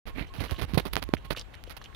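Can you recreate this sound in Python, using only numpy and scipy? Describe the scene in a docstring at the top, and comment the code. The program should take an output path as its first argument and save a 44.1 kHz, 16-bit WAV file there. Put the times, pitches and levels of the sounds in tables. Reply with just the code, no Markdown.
"""Cattle scuff along a paved road past a hand-held phone: gritty noise drags, stone rings and hoof clicks.
A finger half covers the right microphone port: noise slides rub on it, short bursts tick,
pressure pulses pop and damped oscillations thump. The left port is open.
A far bird pipes one note as a level-shaped sine, over low rumble and hiss made of filtered noise."""
import sys
import numpy as np
from scipy import signal
from scipy.fft import rfft, irfft, next_fast_len
from scipy.io import wavfile
from scipy.ndimage import uniform_filter1d

SR = 44100
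rng = np.random.default_rng(int(sys.argv[2]) if len(sys.argv) > 2 else 0)


def output_pcm(signal):
    """Save a mono or channel-first signal as 16-bit PCM at the path in sys.argv[1].

    Samples are clipped to [-1, 1] before scaling.
    """
    pcm = np.clip(np.atleast_2d(signal).T, -1, 1) * 32767
    wavfile.write(sys.argv[1], SR, np.round(pcm).astype(np.int16))


def invert_db(x):
    """Field ratio 10**(x/20) for x, a level in decibels (scalar or array-like)."""
    u = np.asarray(x, float) / 20
    return 10 ** u


N = 85995


def evened(x):
    """Power normalisation: scales to rms 1."""
    return x / np.sqrt(np.mean(x ** 2) + 1e-20)


def read(points, hz):
    """Logarithmic frequency scale: interpolates a spectrum table along it."""
    f, value = np.transpose(points)
    return np.interp(np.log(hz + 1), np.log(f + 1), value)


def add(mix, start_s, sound):
    """Linear superposition: adds a sound to the mix from start_s."""
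    part = mix[round(start_s * SR):][:len(sound)]
    part += sound[:len(part)]


def colour(x, curve_db):
    """Linear filtering: multiplies the spectrum by a function from Hz to dB."""
    size = next_fast_len(len(x) + 4096)
    gain = invert_db(curve_db(np.fft.rfftfreq(size, 1 / SR)))
    return irfft(rfft(x, size) * gain, size)[:len(x)]


def gritty(n, per_s, spread_db):
    """Stick-slip friction: noise whose loudness jumps at random in sub-millisecond grains."""
    draw = rng.random((n, 2))
    size = invert_db(spread_db * np.minimum(-np.log(draw[:, 0] + 1e-9), 2.6))
    jumps = size * (draw[:, 1] < per_s / SR)
    loudness = 1.55 + signal.lfilter([1], [1, -.93], jumps)
    return evened(rng.standard_normal(n) * loudness)


def clicks(rows, decay_s, octaves, body):
    """Impulsive excitation: tiny decaying noise bursts in a band around their pitch."""
    out, t = np.zeros(N), np.arange(-256, 768) / SR
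    for start_s, level_db, pitch_hz in rows:
        impulse = -2. * (abs(t) < 1e-6)
        burst = impulse + .5 * rng.standard_normal(len(t))
        burst = burst * np.exp(-abs(t) / decay_s) * (t >= 0)
        burst = colour(burst, lambda f: read(body, f) - 6 * (np.log2((f + 30) / pitch_hz) / octaves) ** 2)
        add(out, start_s + t[0], invert_db(level_db) * burst * 4 / np.linalg.norm(burst))
    return out


# resonances of crushed grit: pitch_hz
STONES_HZ = [2946, 4050, 5800]
STONE_RING_S, STONE_DB = 0.0003, -1.5  # decay time; level against the grit noise
SCUFF_GRITS_PER_S, SCUFF_GRIT_DB = 1200, 6.5  # grain rate and spread of grain levels


def crunch(n):
    """Impulse response of small resonators: grit noise plus sparse grains, each ringing one stone pitch."""
    grit, t = gritty(n, SCUFF_GRITS_PER_S, SCUFF_GRIT_DB), np.arange(300) / SR
    rings = np.zeros(n)
    for pitch_hz in STONES_HZ:
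        draw = rng.random((n, 2))
        size = invert_db(-SCUFF_GRIT_DB * np.log(draw[:, 0] + 0.11))
        hits = size * (draw[:, 1] < SCUFF_GRITS_PER_S / SR / len(STONES_HZ))
        ring = t * np.exp(-t / STONE_RING_S) * np.sin(2 * np.pi * pitch_hz * t)
        rings = rings + np.convolve(hits, ring)[:n]
    return grit + invert_db(STONE_DB) * evened(rings)


# hooves dragging on grit, cut off at nine tenths of the length: start_s, length_s, level_db
SCUFFS = [(0.267, 0.036, -59.5), (0.372, 0.12, -57.5), (0.48, 0.14, -52.5), (0.792, 0.036, -53),
          (1.168, .025, -57.5), (1.3616, 0.034, -42), (1.389, 0.04, -50), (1.536, 0.016, -52.5),
          (1.666, 0.022, -59.5), (1.813, 0.019, -54.5), (1.838, 0.03, -55), (1.945, 0.025, -47)]
# spectrum of hoof on road, also read by the clicks: frequency_hz, level_db
SCUFF = [(100, 15), (700, 3), (3500, -2.5), (7500, -6), (15000, -16.5)]
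SCUFF_RISE_S, SCUFF_FADE_DB = 0.0023, -13  # the fade would be complete at the full length


def hoof_scuffs():
    """Sliding friction: drags of crunching grit that rise fast and fade late."""
    out = np.zeros(N)
    for start_s, length_s, level_db in SCUFFS:
        t = np.arange(0, length_s * 0.9, 1 / SR)
        drag = evened(colour(crunch(len(t)), lambda f: read(SCUFF, f)))
        fade = invert_db(level_db + SCUFF_FADE_DB * (t / length_s) ** 4)
        add(out, start_s, np.minimum(t / SCUFF_RISE_S, 1) * fade * drag)
    return out


# hoof edges clicking on stones: start_s, level_db, pitch_hz
GRIT = [(.3967, -38, 2130), (.4955, -35.5, 1360), (.5706, -63, 3400), (1.03, -38, 1040),
        (1.1691, -36.5, 2150), (1.35, -36, 1400), (1.3655, -35, 3100), (1.3735, -42, 3080),
        (1.378, -40, 4500), (1.3957, -26.5, 5600), (1.4132, -32, 4860), (1.5432, -39, 1950),
        (1.6769, -36, 460), (1.7675, -52, 4400), (1.8156, -39, 1450), (1.842, -38, 5800),
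        (1.8591, -41.5, 2940), (1.928, -47.5, 1960)]
GRIT_S, GRIT_OCTAVES = .0007, .5  # decay time; distance from the pitch to the -6 dB point


def hoof_clicks():
    """Impact excitation: hoof edges strike stones in short band-limited bursts."""
    return clicks(GRIT, GRIT_S, GRIT_OCTAVES, SCUFF)


ECHO_DB, ECHO_T60 = -9, .05  # level; seconds to decay by 60 dB


def hooves():
    """Diffuse scattering: drags and clicks gain a short noise tail off the road, different at each port."""
    direct = hoof_scuffs() + hoof_clicks()
    t = np.arange(3000) / SR
    tails = rng.standard_normal((2, 3000)) * invert_db(-60 * t / ECHO_T60) * np.minimum(t / 0.0048, 1)
    tails = tails / np.linalg.norm(tails[0])
    return direct + invert_db(ECHO_DB) * signal.fftconvolve(direct[None], tails, axes=1)[:, :N]


# the finger sliding over the right port: start_s, length_s, level_db (before a common lift), rise_s
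RUBS = [(0.062, 0.049, -41, 0.013), (0.144, 0.11, -40, 0.056), (0.338, 0.075, -43.5, 0.0027),
        (0.396, 0.041, -34.5, 0.013), (0.435, 0.043, -36.5, 0.0042), (0.484, 0.019, -43, 0.024),
        (0.513, 0.025, -36.5, 0.0027), (0.58, 0.033, -36, 0.015), (0.612, 0.042, -32, 0.005),
        (0.675, 0.21, -49, 0.011), (0.7434, 0.022, -35, 0.0025), (0.7741, 0.02, -24.5, 0.0034),
        (0.789, 0.021, -34, 0.012), (0.851, 0.037, -34.5, 0.0032), (0.9328, 0.018, -37, 0.00067),
        (0.971, 0.029, -35.5, 0.005), (1.018, 0.022, -38, 0.0077), (1.135, 0.02, -34.5, 0.0041),
        (1.245, 0.024, -43, 0.0064), (1.3027, 0.035, -29, 0.0036), (1.7, 0.031, -37.5, 0.0015),
        (1.766, 0.018, -36, 0.0019)]
# spectrum of skin on the port, also read by the ticks: frequency_hz, level_db
RUB = [(40, 15), (250, 9), (800, 2.5), (2500, -3.5), (4500, -6.5), (6000, -16.5), (7600, -26.5),
       (11000, -12.5), (15500, -20.5)]
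RUB_LIFT_DB, RUB_FADE_DB = 11.5, -12  # common lift; fade from the end of the rise to the length
RUB_OVERRUN_S = 0.0028  # time past the length; the closing ramp takes twice this
RUB_SLIPS_PER_S, RUB_SLIP_DB = 1000, 5  # slip rate and spread of slip levels
SLOW_S, SLOW_DULL_DB = 0.05, -7  # slow-rising slides are duller
CAVITY_HZ, CASE_HZ, CAVITY_DB = 2200, 274, 12.5  # they also ring the port cavity and the case
PRESS_BASS = 0.75  # dB of slide bass per dB of grip: a firmer grip gives more


def finger_rubs():
    """Stick-slip friction: skin slides shake the port cavity and case the more slowly they rise."""
    out = np.zeros(N)
    for start_s, length_s, level_db, rise_s in RUBS:
        t = np.arange(0, length_s + RUB_OVERRUN_S, 1 / SR)
        ramps = np.clip(np.minimum(t / rise_s, (t[-1] - t) / RUB_OVERRUN_S / 2), 0, 1)
        shape = ramps * invert_db(RUB_FADE_DB * np.maximum(t - rise_s, 0) / (length_s - rise_s))
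        slow = np.tanh(rise_s / SLOW_S)
        bass_db = PRESS_BASS * (np.interp(start_s, *np.transpose(GRIP)) + 38)

        def slide_db(f):
            """Resonance: peaks at cavity and case on the skin spectrum."""
            peaks = sum(np.exp(-(4 * np.log(f / hz + 1e-9)) ** 2) for hz in (CAVITY_HZ, CASE_HZ))
            slow_db = SLOW_DULL_DB * (f > 2 * CAVITY_HZ) + CAVITY_DB * peaks
            return read(RUB, f) + bass_db / (1 + (f / 500) ** 2) + slow * slow_db

        slide = np.pad(shape * gritty(len(t), RUB_SLIPS_PER_S, RUB_SLIP_DB), 800)
        add(out, start_s - 800 / SR, invert_db(level_db + RUB_LIFT_DB) * colour(slide, slide_db))
    return out


# skin letting go of the case: start_s, level_db
TICKS = [(0.339, -33.5), (0.5108, -21), (.737, -26), (0.7447, -23), (0.7833, -18.5), (0.799, -19.5),
         (0.932, -24.5), (0.935, -15), (0.9385, -30), (0.956, -14), (1.0269, -17.5), (1.0302, -28),
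         (1.039, -25.5), (1.09, -33.5), (1.5527, -37), (1.639, -30), (1.697, -33)]
TICK_S, TICK_HZ, TICK_OCTAVES = 0.000081, 5400, 2.52  # decay time; pitch; distance to the -6 dB point


def finger_ticks():
    """Adhesion release: skin lets go in very short, wide-band bursts."""
    rows = [(start_s, level_db, TICK_HZ) for start_s, level_db in TICKS]
    return clicks(rows, TICK_S, TICK_OCTAVES, RUB)


# air pressed into the port: crest_s, level_db of the crest, rise_s, fall_s
POPS = [(0.7758, -2.5, 0.00045, 0.00038), (.9670, -1.5, 0.000069, 0.000091),
        (1.1380, -.5, 0.000096, 0.0005)]
POP_DIP, POP_DIP_S, POP_SWING = 0.13, 0.0014, 0.17  # depths relative to the crest; dip width in s


def port_pops():
    """Air compression: a pressure crest with a small dip before it and a swing below zero after."""
    out, t = np.zeros(N), np.arange(-.005, .015, 1 / SR)
    for crest_s, level_db, rise_s, fall_s in POPS:
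        crest = np.where(t < 0, np.exp(-(t / rise_s) ** 2), np.exp(-abs(t) / fall_s))
        dip = POP_DIP * np.exp(-((t + rise_s + POP_DIP_S) / POP_DIP_S) ** 2)
        swing = POP_SWING * np.exp(-((t - 4 * fall_s) / (2 * fall_s)) ** 2)
        add(out, crest_s + t[0], invert_db(level_db) * (crest - dip - swing))
    return out


# the case knocked against the hand: crest_s, level_db, pitch_hz
THUMPS = [(0.211, -22, 114), (0.388, -19.5, 107), (0.409, -19, 62), (0.522, -13.5, 72), (0.622, -16, 67),
          (0.64, -21.5, 98), (0.737, -13.5, 180), (0.749, -14.5, 87), (0.7823, -14, 105),
          (1.0915, -19.5, 313), (1.144, -20, 61)]
THUMP_RISE, THUMP_RING = 0.27, 0.56  # in cycles


def case_thumps():
    """Damped oscillation: each knock moves the case for a cycle or two of a low pitch."""
    out = np.zeros(N)
    for crest_s, level_db, pitch_hz in THUMPS:
        turns = np.arange(-1.2, 4, pitch_hz / SR)
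        shape = np.where(turns < 0, np.exp(-(turns / THUMP_RISE) ** 2), np.exp(-abs(turns) / THUMP_RING))
        add(out, crest_s + turns[0] / pitch_hz, invert_db(level_db) * shape * np.cos(2 * np.pi * turns))
    return out


GRIP_HZ, GRIP_WIDTH = 45.6, 18.4  # centre and distance to the -6 dB point, in Hz


def rumble():
    """Narrow-band noise: white noise filtered to a very low band."""
    noise = rng.standard_normal(N)
    return evened(colour(noise, lambda f: -20 * np.log10(1 + ((f - GRIP_HZ) / GRIP_WIDTH) ** 2)))


# grip pressure on the right port, also setting the bass of the rubs: time_s, level_db
GRIP = [(0, -38.5), (1.1, -34.5), (1.2, -43), (1.43, -41), (1.44, -60)]


def grip_rumble():
    """Amplitude modulation: low pressure noise follows the grip."""
    return rumble() * invert_db(np.interp(np.arange(N) / SR, *np.transpose(GRIP)))


def finger():
    """Contact excitation: all sounds of the hand, heard by the right port only."""
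    return finger_rubs() + finger_ticks() + port_pops() + case_thumps() + grip_rumble()


# a far bird: start_s, level_db at the left port, change_db over the note
NOTES = [(.08, -54, -14), (.296, -52, -17), (.52, -49, -15), (.715, -62, 5), (1.068, -57, -6),
         (1.228, -58, -2), (1.895, -56, -22)]
NOTE_S, NOTE_HZ, NOTE_RIGHT_DB = 0.068, 1079, 8  # the right port hears it louder by NOTE_RIGHT_DB


def bird():
    """Sinusoidal tone: short, nearly pure notes that sag or swell in level."""
    out, t = np.zeros(N), np.arange(0, NOTE_S, 1 / SR)
    edge = np.minimum(np.minimum(t, NOTE_S - t) / .012, 1)
    for start_s, level_db, change_db in NOTES:
        level = invert_db(level_db + change_db * t / NOTE_S)
        add(out, start_s, edge * level * np.sin(2 * np.pi * NOTE_HZ * t))
    return out * invert_db(np.array([[0], [NOTE_RIGHT_DB]]))


# spectrum of the open air: frequency_hz, level_db
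RUMBLE = [(28, -1), (70, 0.5), (200, -19), (2000, -32.5), (2700, -36.5), (7000, -44), (15500, -55.5)]
RUMBLE_DB, PATCH_DB = -46.5, 2  # overall level; depth of the drifting patches above 200 Hz
SAME = 0.049  # correlation between the ports


def air():
    """Partly coherent noise field: low rumble and hiss with patches drifting in time and frequency."""
    frames, hz = N // 256 + 5, np.fft.rfftfreq(1024, 1 / SR)
    a, b, c, d, patches = rng.standard_normal((frames, 513, 5)).T
    patches = evened(uniform_filter1d(uniform_filter1d(patches, 30, 0), 8, 1))
    left, other = a + 1j * b, c + 1j * d
    z = np.array([left, SAME * left + np.sqrt(1 - SAME ** 2) * other])
    z *= invert_db(read(RUMBLE, hz)[:, None] + PATCH_DB * patches * (hz[:, None] > 200))
    return invert_db(RUMBLE_DB) * evened(signal.istft(z, nperseg=1024, noverlap=768)[1][:, :N])


# response of the half-covered port: frequency_hz, gain_db
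COVER = [(60, -25), (200, -1), (800, 5.5), (2200, 6.5), (3000, 11), (4500, 3.5), (6000, -13.5), (7500, -18),
         (11000, 5), (15000, 2)]
HUM_DB = -44.5  # deep rumble on the open port


def scene():
    """Superposition at two ports: hooves and air pass the finger's cover on the right, the bird does not."""
    left, right = hooves() + air()
    open_port = left + invert_db(HUM_DB) * rumble()
    covered_port = colour(right, lambda f: read(COVER, f)) + finger()
    return np.array([open_port, covered_port]) + bird()


def top_cut(x):
    """Nothing passes above the cut-off."""
    return signal.sosfilt(signal.butter(12, 17000, fs=SR, output="sos"), x)


START_S = .055  # silence before the sound opens
MIC_LOW_HZ, MIC_TOP_HZ, MIC_TOP_DB = 41, 15700, -25  # bass cut; start and depth of the treble cut


def record(dry):
    """Band limiting: the ports open after a moment of silence, without deepest bass or highest treble."""
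    high_pass = signal.butter(2, MIC_LOW_HZ, 'high', fs=SR, output='sos')
    opening = np.clip((np.arange(N) / SR - START_S) / 0.00063, 0, 1)
    opened = signal.sosfilt(high_pass, dry) * opening
    finished = np.array([colour(port, lambda f: MIC_TOP_DB * np.clip((f - MIC_TOP_HZ) / 600, 0, 1))
                         for port in opened])
    return top_cut(finished)


dry = scene()
out = record(dry)
output_pcm(out)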